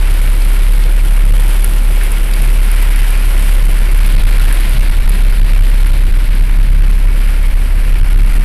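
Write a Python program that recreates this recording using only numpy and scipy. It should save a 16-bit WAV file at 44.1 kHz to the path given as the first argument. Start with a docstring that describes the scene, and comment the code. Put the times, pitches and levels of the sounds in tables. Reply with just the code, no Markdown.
"""Heavy rain on a slowly driven car, heard in the cabin. From the start the engine booms over the road
rumble, drops patter on the roof and tick on the windscreen, and the tyres throw water. From 0.7 s come
dull thumps and bumps; from 1.3 s the wipers thud at the end of each sweep. Water breaks on the glass
near 2 s and 3 s; from 4 s the tyres spray and splash through a puddle. Throughout, crests of the boom
overload the microphone and briefly choke the rain."""
import sys
import numpy as np
from scipy import signal
from scipy.fft import rfft, irfft
from scipy.io import wavfile
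from scipy.ndimage import uniform_filter1d

SR = 44100
rng = np.random.default_rng(int(sys.argv[2]) if len(sys.argv) > 2 else 0)


def generate_wav(signal):
    """Clip the signal to [-1, 1] and save it as 16-bit WAV at the path in sys.argv[1]."""
    frames = np.transpose(np.atleast_2d(signal))
    scaled = np.clip(frames, -1, 1) * 32767
    pcm = np.round(scaled).astype(np.int16)
    wavfile.write(sys.argv[1], SR, pcm)


N = 372204
TIME = np.arange(N) / SR


def undb(db):
    """Decibels to gain."""
    return 10 ** (np.asarray(db) / 20)


def unit(x):
    """Scale to rms 1."""
    return x / np.sqrt(np.mean(x ** 2))


def curves(table):
    """Table columns, interpolated linearly in time."""
    times, *columns = np.transpose(table)
    return [np.interp(TIME, times, column) for column in columns]


def colour(x, points, size=8192):
    """Minimum-phase filter through (frequency [Hz], gain [dB]) points."""
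    hz, db = np.transpose(points)
    bins_hz = np.maximum(np.arange(size // 2 + 1) * SR / size, 1)
    gain = undb(np.interp(np.log(bins_hz), np.log(hz), db))
    cepstrum = irfft(np.log(gain))
    cepstrum[1:size // 2] *= 2
    cepstrum[size // 2 + 1:] = 0
    impulse_response = irfft(np.exp(rfft(cepstrum)))
    return signal.fftconvolve(x, impulse_response)[:N]


def walk(rate_hz):
    """Random steps, smoothed twice; rms 1."""
    hold = int(SR / rate_hz)
    steps = rng.standard_normal(N)[np.arange(N) // hold]
    return unit(uniform_filter1d(uniform_filter1d(steps, hold), hold))


def pulse(centre_s, half_s):
    """Gaussian envelope, 1/e at half_s from the centre."""
    return np.exp(-((TIME - centre_s) / half_s) ** 2)


def decays(table, t60_s):
    """Envelope that jumps at each (time [s], level [dB]) and dies away."""
    kicks = np.zeros(N)
    for s, db in table:
        kicks[int(s * SR)] += undb(db)
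    return signal.lfilter([1], [1, -np.exp(-np.log(1000) / (t60_s * SR))], kicks)


def shower(per_s, spread_db, cap_db=np.inf):
    """Randomly timed impacts, levels exponentially distributed in dB."""
    size_db = np.minimum(spread_db * rng.exponential(size=N), cap_db)
    return (rng.random(N) < per_s / SR) * undb(size_db) * rng.choice([-1, 1], N)


def splash(hits, t60_s, spray_db):
    """Each impact bursts into fast-decaying droplets."""
    pole = undb(-60 / (t60_s * SR)) ** 2
    energy = signal.lfilter([1 - pole], [1, -pole], hits ** 2)
    return hits + undb(spray_db) * np.sqrt(energy) * rng.standard_normal(N)


# (time [s], firing rate [Hz])
FIRING_RATE = [(0, 34.34), (0.8, 34.88), (1.7, 35.23), (2.6, 34.99), (3.4, 34.51), (4.3, 34.3), (5, 33.79),
               (6.2, 33.68), (7, 34.15), (7.7, 33.78), (8.44, 34.27)]
# (time [s], level [dB])
BOOM_LEVEL = [(0, -4), (.33, -4.5), (.8, -3.5), (1.13, -4), (1.3, -1.5), (1.6, -5.5), (2, -4.5), (2.25, -7),
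              (2.52, -3.5), (2.98, -4.5), (3.2, -5.5), (3.65, -3.5), (3.87, -4.5), (4.45, -3), (4.68, -5),
              (4.92, -4.5), (5.1, -3.5), (5.33, -4), (5.52, -2.5), (5.72, -2.5), (6.05, -4.5), (6.55, -4.5),
              (6.7, -1.3), (7.15, -4), (7.45, -6), (7.9, -5.5), (8.1, -2.5), (8.44, -3.5)]
# (multiple of firing rate, level off resonance [dB re boom])
OVERTONES = [(2, -28), (3, -30.5), (4, -38)]


def engine(gain_db, waver, mode_hz, mode_width_hz, mode_db):
    """Firing drives the cabin air: a near sine whose weak overtones swell near the lengthwise mode."""
    firing_hz, = curves(FIRING_RATE)
    boom_db, = curves(BOOM_LEVEL)
    phase = 2 * np.pi * np.cumsum(firing_hz) / SR
    tone = np.sin(phase)
    for multiple, db in OVERTONES:
        detuning = 2 * (multiple * firing_hz - mode_hz) / mode_width_hz
        lift = 1 + undb(mode_db) / (1 + detuning ** 2)
        tone -= undb(db) * lift * (1 + waver * walk(4.2)) * np.cos(multiple * phase)
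    return tone * undb(boom_db + gain_db - 0.13 * walk(7.2))


# (time [s], relative level [dB])
ROAD_ROUGHNESS = [(0, -23.5), (1.3, -24.5), (3.0, -24.5), (4.1, -22), (4.7, -21.5), (5.2, -22), (5.8, -23),
                  (6.5, -21), (7.3, -23.5), (8.2, -21.5)]
# (frequency [Hz], gain [dB])
RUMBLE_SPECTRUM = [(30, -3.5), (50, -2.5), (62, 0.5), (86, -1), (100, -4.5), (118, -4.5), (132, 0),
                   (150, -6.5), (200, -6.5), (300, -15), (450, -27), (3000, -89.5)]
# (frequency [Hz], gain [dB])
SHAKE_SPECTRUM = [(4, -23.5), (9, -7), (12, -4.5), (18, -2.5), (24, 3.5), (31, -9), (45, -6), (62, -21.5),
                  (86, -16.5), (105, -29), (500, -100)]


def road(rumble_db, shake_db, shake_db_per_db):
    """Tyres rumble through the floor; the body shakes on its springs, more on rough road."""
    rough_db, = curves(ROAD_ROUGHNESS)
    mean_db = np.mean(rough_db)
    body_db = mean_db + shake_db + shake_db_per_db * (rough_db - mean_db)
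    rumble = unit(colour(rng.standard_normal(N), RUMBLE_SPECTRUM))
    shake = unit(colour(rng.standard_normal(N), SHAKE_SPECTRUM, size=32768))
    return undb(rough_db + rumble_db) * rumble + undb(body_db) * shake


# (frequency [Hz], bandwidth [Hz], gain [dB])
PANEL_MODES = [(391, 32, -4.5), (501, 66, -3.5), (870, 68, -14), (1010, 230, -15), (1405, 91, -5.5),
               (2226, 100, -7)]


def panels(x):
    """Trim and body panels add short, broad rings."""
    return x + sum(undb(db) * signal.lfilter(*signal.iirpeak(hz, hz / width_hz, fs=SR), x)
                   for hz, width_hz, db in PANEL_MODES)


# (time [s], relative roof level [dB], relative glass level [dB])
RAIN_LEVELS = [(0, -28.5, -29.5), (.13, -28.8, -29.5), (.3, -26.5, -29), (.37, -31.5, -29.5),
               (.5, -28, -30.5), (.78, -29, -30), (1.13, -29, -29.5), (1.27, -30.5, -29.5),
               (1.55, -28.5, -28), (1.82, -31.5, -31), (1.98, -27, -28), (2.19, -28.5, -30),
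               (2.6, -26.5, -29.5), (2.9, -26.5, -29.5), (3.15, -26.5, -31), (3.5, -28, -28.5),
               (3.8, -26, -31), (4.55, -25.5, -28.5), (5.0, -27.5, -32.5), (5.9, -28.5, -33),
               (6.45, -30, -36), (6.85, -29.8, -35.5), (7.28, -28.5, -34.5), (7.6, -29.5, -35),
               (8.44, -27.5, -34)]
# (time [s], level [dB])
ROOF_SLAPS = [(1.55, -34), (1.644, -27), (2.829, -25.5), (2.958, -29), (5.149, -28), (5.86, -27),
              (6.83, -27)]
# (frequency [Hz], gain [dB])
ROOF_RESPONSE = [(400, -13.5), (900, -6), (1200, -6), (1500, -1), (1900, 0), (2400, 0), (2900, -4.5),
                 (3500, -13), (4600, -11), (5600, -17), (6700, -29), (12000, -30)]


def roof(gain_db, heavy_db):
    """Dense drops drum on lined steel; heavier ones spatter among them, a few with a wet slap."""
    roof_db, _ = curves(RAIN_LEVELS)
    fine = splash(shower(per_s=3500, spread_db=1.5, cap_db=10), t60_s=0.013, spray_db=6.5)
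    heavy = splash(shower(per_s=45, spread_db=2, cap_db=4), t60_s=0.02, spray_db=6)
    slaps = decays(ROOF_SLAPS, t60_s=0.075) * rng.standard_normal(N)
    hits = unit(fine) + undb(heavy_db) * unit(heavy)
    patter = unit(panels(colour(hits, ROOF_RESPONSE))) * undb(roof_db + gain_db + 0.5 * walk(25))
    return patter + unit(panels(colour(slaps, ROOF_RESPONSE))) * np.std(slaps)


# (frequency [Hz], gain [dB])
GLASS_RESPONSE = [(600, -11), (2000, -7.5), (3100, -1.5), (4500, -12), (6700, -16), (7600, -11),
                  (8700, -6.5), (10000, -6), (11400, -3), (12600, -8), (14500, -19), (16000, -60)]
# (frequency [Hz], gain [dB])
TICK_SPECTRUM = [(500, -30), (2000, -22), (4500, -22), (6700, -16), (8000, -17), (9200, -1.5), (11000, 4),
                 (12400, -2), (14000, -12), (16000, -36)]


def windscreen(gain_db, ticks_db):
    """Drops sizzle on bare glass; a few dozen a second stand out as crisp ticks."""
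    _, glass_db = curves(RAIN_LEVELS)
    hits = splash(shower(per_s=2700, spread_db=2, cap_db=22), t60_s=0.02, spray_db=2.5)
    ticks = shower(per_s=40, spread_db=3, cap_db=6)
    glass = unit(colour(hits, GLASS_RESPONSE)) + undb(ticks_db) * unit(colour(ticks, TICK_SPECTRUM))
    return glass * undb(glass_db + gain_db + 0.58 * walk(25.16))


# (frequency [Hz], gain [dB])
WASH_SPECTRUM = [(150, -15.5), (330, 3.5), (440, -3.5), (560, -1), (700, -3.5), (950, -5), (1200, -7),
                 (2500, -14), (6000, -58.5)]


def tyre_wash(mean_db, db_per_rain_db):
    """Thrown water rushes against the wheel arches, louder in heavier rain."""
    _, glass_db = curves(RAIN_LEVELS)
    wash_db = mean_db + db_per_rain_db * (glass_db - np.mean(glass_db))
    water = splash(shower(per_s=2000, spread_db=0), t60_s=0.03, spray_db=2)
    return unit(panels(colour(water, WASH_SPECTRUM))) * undb(wash_db + 0.63 * walk(14))


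# (time [s], level [dB])
SPRAY_LEVEL = [(0, -43), (0.25, -42.5), (0.85, -44), (1.3, -60), (3.85, -67), (4.05, -37.5), (4.4, -38),
               (4.78, -36), (5.0, -40), (5.35, -38), (5.9, -42), (8.44, -56)]
# (frequency [Hz], gain [dB])
SPRAY_SPECTRUM = [(700, -20), (2400, -4), (3300, 4.5), (4000, 5), (4800, -1.5), (6000, -27), (9000, -12)]


def tyre_spray():
    """Spray from deeper water rattles along the side of the car."""
    level_db, = curves(SPRAY_LEVEL)
    droplets = splash(shower(per_s=2100, spread_db=-2.5), t60_s=0.01, spray_db=6)
    return unit(colour(droplets, SPRAY_SPECTRUM)) * undb(level_db + 1.9 * walk(24.42))


# (time [s], relative level [dB], pitch [Hz])
GLASS_TAPS = [(.100, -29, 3300), (0.139, -27, 3860), (.420, -25, 3700), (.592, -31, 3300),
              (0.802, -40, 3400), (0.838, -24, 3500), (1.083, -27, 3400), (1.782, -22, 3600),
              (2.336, -22, 4200), (2.397, -26, 3500), (2.716, -38, 3900), (3.624, -30, 3700),
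              (4.804, -21, 3500), (6.625, -28, 4198), (6.931, -29, 3900), (7.208, -32, 3400),
              (8.205, -32, 3400)]


def taps(gain_db, t60_s, width_hz, samples=2048):
    """Hard drops ring the glass briefly; pitch depends on where they land."""
    out = np.zeros(N)
    fade = np.exp(-np.log(1000) * TIME[:samples] / t60_s)
    for s, db, hz in GLASS_TAPS:
        band = signal.iirpeak(hz, hz / width_hz, fs=SR)
        ring = unit(signal.lfilter(*band, rng.standard_normal(samples)))
        start = int(s * SR)
        out[start:start + samples] += undb(db + gain_db) * ring * fade
    return out


# (time [s], relative level [dB])
FAT_DROPS = [(0.140, -20), (0.7355, -25), (1.6447, -6), (2.035, -18), (2.1185, -16), (2.3403, -20),
             (2.4203, -18), (2.716, -15.5), (2.8268, -11), (2.9605, -17), (3.1066, -17), (3.9776, -20),
             (4.0644, -19.5), (4.452, -21), (4.5264, -13.5), (4.6942, -19), (5.095, -14), (5.701, -22.5),
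             (5.8698, -21.5), (6.3517, -23), (6.9127, -25)]


def fat_drops(gain_db, echo_db, spray_t60_s, spray_db):
    """Large drops crack on the glass, echo off the dashboard and scatter."""
    hits = np.zeros(N)
    echo_lags_s = rng.uniform(0.0004, 0.0006, len(FAT_DROPS))
    for (s, db), lag_s in zip(FAT_DROPS, echo_lags_s):
        hits[int(s * SR)] += undb(db)
        hits[int((s + lag_s) * SR)] += undb(db + echo_db)
    spray = undb(spray_db) * decays(FAT_DROPS, spray_t60_s) * rng.standard_normal(N)
    return undb(gain_db) * colour(hits + spray, TICK_SPECTRUM)


# (time [s], level [dB], pitch [Hz])
LOW_THUMPS = [(0.741, -24, 90), (1.261, -22, 114), (2.40, -21, 190), (2.791, -25, 197), (4.185, -17, 111),
              (5.066, -18, 110), (5.15, -24, 179), (5.611, -25, 95), (6.484, -21, 90), (6.931, -25, 192),
              (8.035, -22, 95)]


def thumps(half_s, rumble_db):
    """Short dull thumps in the cabin, from the road or a wiper turning."""
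    rumble = undb(rumble_db) * unit(colour(rng.standard_normal(N), RUMBLE_SPECTRUM))
    return sum(undb(db) * pulse(s, half_s) * (np.cos(2 * np.pi * hz * (TIME - s)) + rumble)
               for s, db, hz in LOW_THUMPS)


# (time [s], peak level [dB])
ROAD_BUMPS = [(0.748, -14.5), (1.313, -9), (2.25, -13), (4.185, -8.5), (4.359, -13), (5.058, -5),
              (5.601, -9), (6.109, -6), (6.469, -7.5), (6.651, -8.5), (6.798, -16), (7.531, -11),
              (8.035, -6)]


def bumps(lurch_hz, half_s):
    """Each bump rocks the body and pumps the cabin air."""
    phases_turns = rng.random(len(ROAD_BUMPS))
    return sum(undb(db) * pulse(s, half_s) * np.sin(2 * np.pi * (lurch_hz * (TIME - s) + turn))
               for (s, db), turn in zip(ROAD_BUMPS, phases_turns))


# (time [s], peak level [dB], pitch [Hz])
WIPER_TURNS = [(1.293, -24, 105.5), (2.45, -23.5, 130), (3.625, -23.5, 127.6), (4.785, -24, 126.3),
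               (5.96, -28, 133.1), (7.128, -26, 131), (8.295, -29, 131.8)]


def wipers(half_s, slack_rad):
    """Rubber blades flop over with a soft, loose thud."""
    wobble_rad = slack_rad * walk(40)
    return sum(undb(db) * pulse(s, half_s) * np.sin(2 * np.pi * hz * TIME + wobble_rad)
               for s, db, hz in WIPER_TURNS)


# (time [s], half length [s], relative level [dB], pitch [Hz])
GLASS_SLOSHES = [(2.013, 0.0052, -23, 1800), (2.045, 0.038, -29, 2230), (2.97, .14, -34, 2050),
                 (3.27, 0.11, -34, 1900)]


def sloshes(width_hz, gain_db):
    """A sheet of water breaks on the glass into droplets ringing near one pitch."""
    out = np.zeros(N)
    droplets = splash(shower(per_s=1500, spread_db=4, cap_db=15), t60_s=0.012, spray_db=6)
    for s, half_s, db, hz in GLASS_SLOSHES:
        band = signal.iirpeak(hz, hz / width_hz, fs=SR)
        ring = unit(signal.lfilter(*band, signal.lfilter(*band, droplets)))
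        out += undb(db + gain_db) * pulse(s, half_s) * ring
    return out


# (time [s], level [dB])
PUDDLE_SLAPS = [(4.388, -16), (4.405, -15), (4.458, -20.5), (4.512, -21), (4.524, -20), (4.536, -24),
                (4.571, -27)]
# (frequency [Hz], gain [dB])
ARCH_RESPONSE = [(400, -22), (1000, -14), (1400, 2), (1750, 4), (2100, -1), (3000, -6), (4500, -22),
                 (7000, -42)]


def puddle(attack_s, t60_s):
    """Puddle water slaps the hollow wheel arch."""
    envelope = uniform_filter1d(decays(PUDDLE_SLAPS, t60_s), int(attack_s * SR))
    return envelope * unit(colour(rng.standard_normal(N), ARCH_RESPONSE))


def scene():
    """Mono cabin mix; roof and glass share the same quick flurries."""
    flurry_db = 0.5 * walk(14)
    water = roof(gain_db=flurry_db - 3.5, heavy_db=-8.5)
    water += windscreen(gain_db=flurry_db - 2, ticks_db=-12.5)
    water += tyre_wash(mean_db=-34.5, db_per_rain_db=0.5)
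    water += fat_drops(gain_db=18.5, echo_db=-2, spray_t60_s=0.019, spray_db=-22)
    water += taps(gain_db=-2.5, t60_s=0.029, width_hz=2000)
    water += puddle(attack_s=0.005, t60_s=0.035) + tyre_spray()
    water += sloshes(width_hz=900, gain_db=-4)
    car = engine(gain_db=0.09, waver=0.31, mode_hz=66.4, mode_width_hz=3.35, mode_db=8.5)
    car += road(rumble_db=-4, shake_db=3.5, shake_db_per_db=3)
    car += bumps(lurch_hz=22, half_s=0.041)
    car += thumps(half_s=0.013, rumble_db=-8)
    car += wipers(half_s=0.061, slack_rad=0.83)
    return (water + car)[None]


def record(dry):
    """Microphone overload nearly flattens boom crests and the rain riding on them; then a low-pass."""
    drive_db, ceiling, knee, leak, cutoff_hz = 0.1852, 0.695, 27, 0.06, 14600
    driven = undb(drive_db) * dry
    clipped = driven / (1 + np.abs(driven / ceiling) ** knee) ** (1 / knee)
    heard = (1 - leak) * clipped + leak * driven
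    lowpass = signal.ellip(10, 0.2, 80, cutoff_hz, fs=SR, output="sos")
    return signal.sosfilt(lowpass, heard)


dry = scene()
out = record(dry)
generate_wav(out)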